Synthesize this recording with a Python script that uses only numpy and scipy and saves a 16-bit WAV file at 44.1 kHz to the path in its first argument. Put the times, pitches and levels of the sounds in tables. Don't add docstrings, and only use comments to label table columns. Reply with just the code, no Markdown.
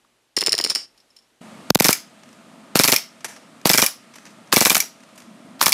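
import sys
import numpy as np
from scipy import signal
from scipy.fft import rfft, irfft, next_fast_len
from scipy.io import wavfile
from scipy.ndimage import uniform_filter1d

SR = 44100
rng = np.random.default_rng(int(sys.argv[2]) if len(sys.argv) > 2 else 0)


def volts_from_db(level):
    exponent = np.asarray(level, float) / 20
    return 10 ** exponent


def transcribe(signal):
    frames = np.atleast_2d(signal).T
    limited = np.clip(frames, -1, 1)
    pcm = np.round(limited * 32767).astype(np.int16)
    wavfile.write(sys.argv[1], SR, pcm)


N = 252681
T = np.arange(N) / SR


def unit(x):
    return x / np.sqrt(np.mean(x ** 2) + 1e-20)


def along(points, hz):
    f, v = np.transpose(points)
    return np.interp(np.log(hz + 1), np.log(f + 1), v)


def filtered(x, response):
    m = next_fast_len(N + SR // 2)
    return irfft(rfft(x, m) * response(np.fft.rfftfreq(m, 1 / SR)), m)[:N]


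def resonant(x, modes):
    def response(hz):
        body = 0
        for k, (center_hz, width_hz, db) in enumerate(modes):
            damping = 1j * hz * max(width_hz, 300)
            body = body + (-1) ** k * volts_from_db(db) * damping / (center_hz ** 2 - hz ** 2 + damping)
        return unit(np.abs(body)) * np.exp(1j * np.angle(body))
    return filtered(x, response)


def bursts(times_s, dbs, t60, rise, crack=0.):
    t = np.arange(SR // 16) / SR
    decay = volts_from_db(np.asarray(dbs)[:, None] - 60 * t / np.reshape(t60, (-1, 1)))
    shape = (1 - np.exp(-t / rise)) * decay
    spikes = volts_from_db(3.5 * rng.standard_normal(shape.shape))
    sound = shape * rng.standard_normal(shape.shape) * spikes
    sound *= (np.linalg.norm(shape, axis=1) / np.linalg.norm(sound, axis=1))[:, None]
    sound[:, 1] += crack * volts_from_db(dbs)
    at = np.round(np.asarray(times_s) * SR).astype(int)[:, None] + np.arange(len(t))
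    return np.bincount(at.ravel(), sound.ravel(), N + SR)[:N]


def low_cut(x, hz):
    return signal.sosfilt(signal.butter(N=4, Wn=hz, btype="high", fs=SR, output="sos"), x)


# (gas released [s], pressure step [dB], slide at stop after [ms], stop peak [dB],
# rebound after [ms])
SHOTS = [(1.704, -5, 7, -12, 17), (1.755, -5, 7, -12, 17), (1.8057, -6, 7, -12, 18.3),
         (1.8494, -11, 7.2, -9, 17.6), (1.8903, -6, 7.4, -15, 17.6), (2.7555, -6, 6.9, -16, 17),
         (2.7972, -6, 8.1, -11, 18), (2.8415, -19, 7.8, -8, 15.1), (2.8829, -14, 7.9, -9, 17.4),
         (2.9248, -11, 8.5, -9, 15.2), (3.6558, -6, 6.9, -13, 16.8), (3.6996, -10, 6.7, -8, 14.7),
         (3.7397, -16, 7.2, -8, 16.8), (3.7822, -13, 8.4, -10, 18), (3.8246, -11, 9.6, -9, 18.4),
         (4.5263, -20, 7.8, -5, 15.9), (4.568, -6, 9.3, -10, 18), (4.6125, -9, 9.5, -10, 19.4),
         (4.6566, -14, 10, -9, 20.6), (4.7035, -16, 11.6, -10, 23.7), (4.7531, -18, 12.7, -13, 25.5),
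         (5.6126, -25, 11.6, -12, 23.5), (5.6656, -13, 16.2, -14, 27.5), (5.7276, -25, 17, -12, 27)]
# (time [s], peak level [dB])
HAMMER = [
    (1.7012, -17),
    (1.7885, -28),
    (2.7508, -25),
    (2.7535, -21),
    (3.6505, -25),
    (3.6535, -21),
    (4.5195, -26),
    (4.5235, -23),
    (5.5935, -38),
    (5.6078, -21),
]
# (frequency [Hz], width [Hz], level [dB])
SLIDE_MODES = [(2140, 180, 1), (5400, 810, 6), (7820, 790, 0.5), (9960, 1000, -0.5), (13600, 2500, -2.5)]
GAS_MODES = [(1111, 480, -5), (4170, 2970, -4.5), (7600, 6100, -10), (12700, 4500, -12.5)]
FRAME_MODES = [(670, 2600, -1.5), (2220, 1300, 4), (5900, 1500, -1.5)]
PIN_MODES = [(10500, 6300, 7), (13600, 2300, -23)]


def pistol():
    s, db, bright_db = rattles()
    closing = resonant(bursts(*slams() - [[.0002], [3]], t60=.022, rise=.0001, crack=.9), SLIDE_MODES)
    gas_s = np.transpose(SHOTS)[0]
    blast_db = -5.5 + rng.standard_normal(len(gas_s))
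    valve = bursts(gas_s, blast_db - 3, t60=.012, rise=.00005, crack=3)
    muzzle = bursts(gas_s + .0011, blast_db - 2, t60=.008, rise=.00005, crack=3)
    blasts = volts_from_db(2.0) * resonant(valve + muzzle, GAS_MODES)
    hammer = resonant(bursts(*np.transpose(HAMMER), t60=.13, rise=.00053), GAS_MODES)
    dull = bursts(s, db - .5 * bright_db - 9, t60=.027, rise=.000068, crack=1.26)
    bright = bursts(s, db + .5 * bright_db - 3, t60=.016, rise=.0002, crack=2.5)
    return closing + blasts + hammer + resonant(dull, FRAME_MODES) + resonant(bright, PIN_MODES)


LAST_SLAMS_S = [
    1.9285,
    2.9617,
    3.8631,
    4.8029,
]
SLAM_LEAD_S, PAUSE_S, SLAM_DB = .0059, .2, -2.5


def slams():
    gas_s = np.transpose(SHOTS)[0]
    inside_s = gas_s[1:][np.diff(gas_s) < PAUSE_S] - SLAM_LEAD_S
    s = np.sort(np.append(inside_s, LAST_SLAMS_S))
    return np.array([s, SLAM_DB + 0 * s])


# (after the gas [ms], peak level [dB], brightness [dB])
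LOOSE = [
    (5.97, -14, 10),
    (14.72, -8, -1),
    (24.13, -17, 2),
    (30.63, -26, 7.5),
]
# (after the last closing [ms], peak level [dB], brightness [dB])
SETTLE = (22, -21, -7)
STOP_BRIGHT_DB, REBOUND_DB, SCATTER_DB, SCATTER_S = -9, -11.5, 1.5, .0002
REBOUND_BRIGHT_DB_PER_MS = .54


def rattles():
    rows = [(s + SETTLE[0] / 1000, *SETTLE[1:]) for s in LAST_SLAMS_S]
    for s, _, stop_ms, stop_db, rebound_ms in SHOTS:
        stop = (stop_ms, stop_db, STOP_BRIGHT_DB)
        rebound = (rebound_ms, REBOUND_DB, REBOUND_BRIGHT_DB_PER_MS * (rebound_ms - 15))
        rows += [(s + ms / 1000, db, bright_db) for ms, db, bright_db in [stop, rebound, *LOOSE]]
    scatter = rng.standard_normal((len(rows), 3)) * [SCATTER_S, SCATTER_DB, SCATTER_DB]
    return np.transpose(rows + scatter)


BARREL_HZ, BARREL_T60_S = 2344, .045
BARREL_GAIN_DB_PER_S = 1.5


def barrel():
    out, t = np.zeros(N + SR), T[:SR // 16]
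    for (s, db), (detune, spread) in zip(slams().T, rng.standard_normal((len(SHOTS), 2))):
        level_db = db - 16.5 + BARREL_GAIN_DB_PER_S * s + 2.3 * spread
        swell = (1 - np.exp(-t / .0011)) * volts_from_db(level_db - 60 * t / (BARREL_T60_S * volts_from_db(spread)))
        hz = BARREL_HZ * (1 + .018 * detune)
        out[round(s * SR):][:len(t)] += swell * np.sin(2 * np.pi * hz * t)
    return out[:N]


# (gas released [s], slide closed before [ms], slide at stop after [ms],
# shot level [dB], recoil level [dB])
CASED_SHOTS = [
    (.3668, 0, 7.6, -9, 1),
    (.4157, 7.6, 9.7, -9, 0),
    (.4701, 7.8, 10.7, -6, 1),
    (.5284, 7.5, 10.6, -5, 0),
    (.5876, 8.1, 11.4, -8, 1),
    (.647, 7.6, 14.6, -7, -2),
    (.7026, 4.3, 13.1, -9, -12),
    (.7569, 7.1, 9.9, -9, -14),
]
# (after the stop [ms], peak level [dB], thump below it [dB])
CASED_RECOIL = [
    (0, -14, -7),
    (11.7, -11, -34),
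    (22.8, -23.5, -20),
    (30.7, -28, -11.5),
]
SLAM_THUMP_DB, GAS_THUMP_DB = -27, -17


def cased_contacts():
    rows = []
    for s, lead_ms, stop_ms, db, recoil_db in CASED_SHOTS:
        if lead_ms > 0:
            rows.append((s - lead_ms / 1000, db, SLAM_THUMP_DB))
        rows.append((s, db, GAS_THUMP_DB))
        rows += [(s + (stop_ms + ms) / 1000, peak + recoil_db, thump) for ms, peak, thump in CASED_RECOIL]
    return np.transpose(rows)


# (frequency [Hz], width [Hz], level [dB])
CASE_MODES = [(2900, 700, -15), (4200, 400, -8), (5120, 350, 0), (5480, 330, -1), (7100, 500, -14),
              (9450, 400, -12), (11900, 600, -26), (14600, 900, -26)]
THUMP_MODES = [(420, 140, -1.5), (1150, 140, -3.5), (1950, 690, -2)]
# (time [s], peak level [dB])
CASED_HAMMER = [
    (.3642, -18),
]
# (time [s], peak level [dB])
CASED_TICKS = [
    (0.9757, -40),
    (1.0006, -43),
    (1.1024, -46),
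    (1.1635, -33),
    (1.1872, -40),
    (1.2216, -50),
    (1.2394, -58),
]
# (time [s], peak level [dB])
KNOCK = [
    (0.046, -48.5),
]
# (time [s], level [dB])
CASED_ECHO_GAIN = [(.36, -16.5), (.68, -13), (.7, 0), (.735, -13), (.75, -10.5), (.85, 0), (.865, -8),
                   (1.4, -18)]


def head_camera():
    s, db, thump_db = cased_contacts()
    steel_t60 = np.where(db < -10, .007, .013)
    steel = bursts(s - .0004, db + 2.5, t60=steel_t60, rise=.00075)
    hammer = bursts(*np.transpose(CASED_HAMMER), t60=.1, rise=.00098)
    steel = volts_from_db(1.0) * resonant(steel + hammer, CASE_MODES)
    clicks = resonant(bursts(*np.transpose(CASED_TICKS) - [[0], [8]], t60=.051, rise=.00049), CASE_MODES)
    thumps = resonant(bursts(s, db + thump_db + 5, t60=.022, rise=.0002), THUMP_MODES)
    thumps = filtered(thumps, lambda hz: 1 / (1 + 1j * hz / 3000) ** 2)
    knock = resonant(bursts(*np.transpose(KNOCK), t60=.02, rise=.0016), THUMP_MODES[1:2])
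    echoes = yard(steel + .677 * thumps + clicks, delay_s=.004, stretch=.71, count=4)
    echoes = volts_from_db(np.interp(T, *np.transpose(CASED_ECHO_GAIN))) * echoes
    return low_cut(steel + thumps + clicks + knock + echoes, hz=80) + cased_ambience()


CHOKE_S = [
    .0415,
    .0335,
    .0135,
]
BLINK_S, PUSH_LAG_S, STOP_PUSH_LAG_S, STOP_PUSH_DB = .003, .0015, .0008, -5


def pushes():
    chokes_s = CHOKE_S + [BLINK_S] * len(SHOTS)
    gas = [(row[0] + PUSH_LAG_S, row[1], choke_s) for row, choke_s in zip(SHOTS, chokes_s)]
    stop = [(s + ms / 1000 + STOP_PUSH_LAG_S, db + STOP_PUSH_DB, BLINK_S)
            for s, _, ms, db, _ in SHOTS[len(CHOKE_S):]]
    return gas + stop


# (time [s], peak level [dB])
STIRS = [
    (1.7706, -21),
    (1.7731, -25),
    (1.7769, -24),
]
GROGGY_DB, GROGGY_S = 2, .024


def side_camera():
    dry = pistol()
    small = ticks()
    echoes = volts_from_db(-9.5) * yard(dry, delay_s=.0024, stretch=.87, count=5)
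    echoes += volts_from_db(-10) * yard(small, delay_s=.034, stretch=1.2, count=3)
    steps, deaf_db, t = np.zeros(N + SR), np.zeros(N + SR), T[:SR // 16]
    after = np.clip(t - .0006, 0, None)
    suck = -2.3 * np.exp(-.5 * ((t - .0003) / .00013) ** 2)
    phase = 2 * np.pi * 172 * after + .6 * (1 - np.exp(-after / .00049))
    ring = 1.12 * volts_from_db(-60 * after / .018) * np.sin(phase)
    for s, db, choke_s in pushes():
        at, free = round(s * SR), round((s + choke_s) * SR)
        depth_db = np.clip(1900 * choke_s - 14, 3, 36) + np.clip(2 * (db + 11), -5, 10)
        steps[at:][:len(t)] += volts_from_db(db + .25 * (db + 5)) * (suck + volts_from_db(.3 * (db + 5)) * ring)
        closes, opens = np.clip(t / .0003, 0, 1), np.clip((choke_s - t) / .0015, 0, 1)
        deaf_db[at:][:len(t)] -= depth_db * closes * opens
        if choke_s > BLINK_S:
            deaf_db[free:][:len(t)] -= GROGGY_DB * np.exp(-t / GROGGY_S)
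    freeing = bursts(*np.transpose(STIRS), t60=.002, rise=.00002)
    heard = low_cut(dry + barrel() + small + echoes, hz=140) + ambience()
    return volts_from_db(deaf_db[:N]) * heard + low_cut(steps[:N], hz=41) + freeing


# (time [s], peak level [dB], brightness [dB], t60 [s])
TICKS = [(2.2337, -33.5, -21, 0.025), (2.2598, -44, -5, 0.025), (2.2894, -39, -5, 0.029),
         (2.3282, -40, 9, 0.036), (3.2064, -35.5, -22, 0.044), (3.2446, -17.5, 11, 0.081),
         (3.3044, -45, -7, 0.035), (3.3618, -34.5, -23, 0.097), (3.6143, -31, -9, 0.012),
         (4.138, -35.5, -1, 0.068), (4.1559, -33, 8.5, 0.084), (4.1834, -32, -3, 0.029),
         (4.2537, -28, -15, 0.022), (4.2618, -35, -17, 0.12), (4.305, -44, 9, 0.029),
         (4.4727, -41, -5, 0.049), (5.0044, -40, -10, 0.025), (5.0344, -37, -14, 0.032),
         (5.0894, -45, -5, 0.025), (5.1567, -41, 10, 0.05), (5.1769, -34.5, 11, 0.083),
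         (5.2016, -37, 13, 0.042), (5.22, -37.5, -10, .04)]


def ticks():
    s, db, bright_db, t60 = np.transpose(TICKS)
    dull = resonant(bursts(s, db - 6.5, t60, rise=.00026, crack=1.6), FRAME_MODES)
    bright = resonant(bursts(s, db + bright_db - 21.5, t60, rise=.00044, crack=2.5), GAS_MODES[2:])
    return filtered(dull + bright, lambda hz: 1 / (1 + (hz / 13800) ** 12))


# (frequency [Hz], t60 [s])
YARD_T60 = [(200, 0.44), (1000, 0.3), (5000, 0.32), (14000, 0.21)]


def yard(x, delay_s, stretch, count):
    hz, t, z = signal.stft(rng.standard_normal((count, SR // 2)), SR, nperseg=256)
    decay = volts_from_db(-60 * t / (stretch * along(YARD_T60, hz))[:, None])
    tails = signal.istft(z * decay, SR, nperseg=256)[1]
    turns = np.arange(N) // 300 % count == np.arange(count)[:, None]
    echo = signal.fftconvolve(x * turns, tails / np.linalg.norm(tails[0]), axes=1).sum(0)
    return np.pad(echo, (round(delay_s * SR), 0))[:N]


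def rush(spectrum, lo_hz, hi_hz, patchy_db):
    z = signal.stft(rng.standard_normal(N + 512), nperseg=512)[2]
    field = uniform_filter1d(uniform_filter1d(rng.standard_normal(z.shape), 4, 0), 8, 1)
    x = signal.istft(z * volts_from_db(patchy_db * unit(field)), nperseg=512)[1][:N]

    def response(hz):
        band = (hz < 13600) / (1 + (lo_hz / (hz + 1)) ** 4) / (1 + (hz / hi_hz) ** 4)
        return volts_from_db(along(spectrum, hz)) * band
    return unit(filtered(x, response))


HUM_DB, DUCKED_DB, HOLD_S, RECOVER_DB_PER_S = -45, -54.5, .14, 9
HISS_DB, HISS_AFTER_DB = -51.5, -56


def ducking():
    since_s = T - np.append(-SR, LAST_SLAMS_S)[np.searchsorted(LAST_SLAMS_S, T)]
    hum_db = np.clip(DUCKED_DB + RECOVER_DB_PER_S * (since_s - HOLD_S), DUCKED_DB, HUM_DB)
    return hum_db, np.where(T < SHOTS[0][0], HISS_DB, HISS_AFTER_DB)


# (frequency [Hz], density [dB per Hz])
AIR = [(18, -87), (30, -71), (103, -17.5), (223, 0.5), (424, -16), (640, -8.5), (786, -15), (1250, -13.5),
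       (1530, -18), (3770, -29.5), (5840, -34.5), (8810, -33.5), (14000, -48.5)]
# (frequency [Hz], rms level [dB])
FAN = [(656.8, -57), (732.1, -73), (1238, -58), (1351, -61)]
DRONE_S, DRONE_RISE_S, DRONE_DB = 5.2, .082, -48


def ambience():
    hum_db, hiss_db = ducking()
    hum = volts_from_db(hum_db + 1.5) * rush(AIR, 20, 1800, patchy_db=.8)
    hiss = volts_from_db(hiss_db) * rush(AIR, 1800, 30000, patchy_db=0)
    drift = np.cumsum(rng.standard_normal((len(FAN), N)), axis=1) * .0197
    swell = np.clip((T - DRONE_S) / DRONE_RISE_S, 0, 1)
    drone = volts_from_db(DRONE_DB) * swell * rush(AIR, 200, 250, patchy_db=.5)
    lines = sum(volts_from_db(db - 5.5) * np.sin(2 * np.pi * hz * T + d) for (hz, db), d in zip(FAN, drift))
    return hum + hiss + drone + lines


# (frequency [Hz], density [dB per Hz])
CASED_AIR = [(24, -33.5), (40, -1.5), (86, -16), (234, 0), (421, -2), (856, -4.5), (1430, -7), (2850, -7.5),
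             (10200, -15.5), (13000, -21), (14000, -21.5)]
# (time [s], level [dB])
CASED_AIR_LEVEL = [(0, -64.5), (.35, -67.5), (.9, -62.5), (1.4, -64.5)]
# (frequency [Hz], rms level [dB])
MAINS = [(118, -79)]


def cased_ambience():
    level = volts_from_db(np.interp(T, *np.transpose(CASED_AIR_LEVEL)))
    air = level * rush(CASED_AIR, 20, 30000, patchy_db=0)
    return air + sum(volts_from_db(db - 2) * np.sin(2 * np.pi * hz * T) for hz, db in MAINS)


CUT_S, FADE_S = 1.411, .006


def scene():
    side = np.clip((T - CUT_S) / FADE_S + .5, 0, 1)
    return ((1 - side) * head_camera() + side * side_camera())[None]


def band_limit(x):
    return signal.sosfilt(signal.butter(12, 16460, fs=SR, output="sos"), x)


def record(dry):
    x = filtered(np.clip(dry[0], -1, 1), lambda hz: 1 / (1 + (hz / 15400) ** 40))[None]
    return band_limit(np.clip(x, -1, 1))


dry = scene()
out = record(dry)
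transcribe(out)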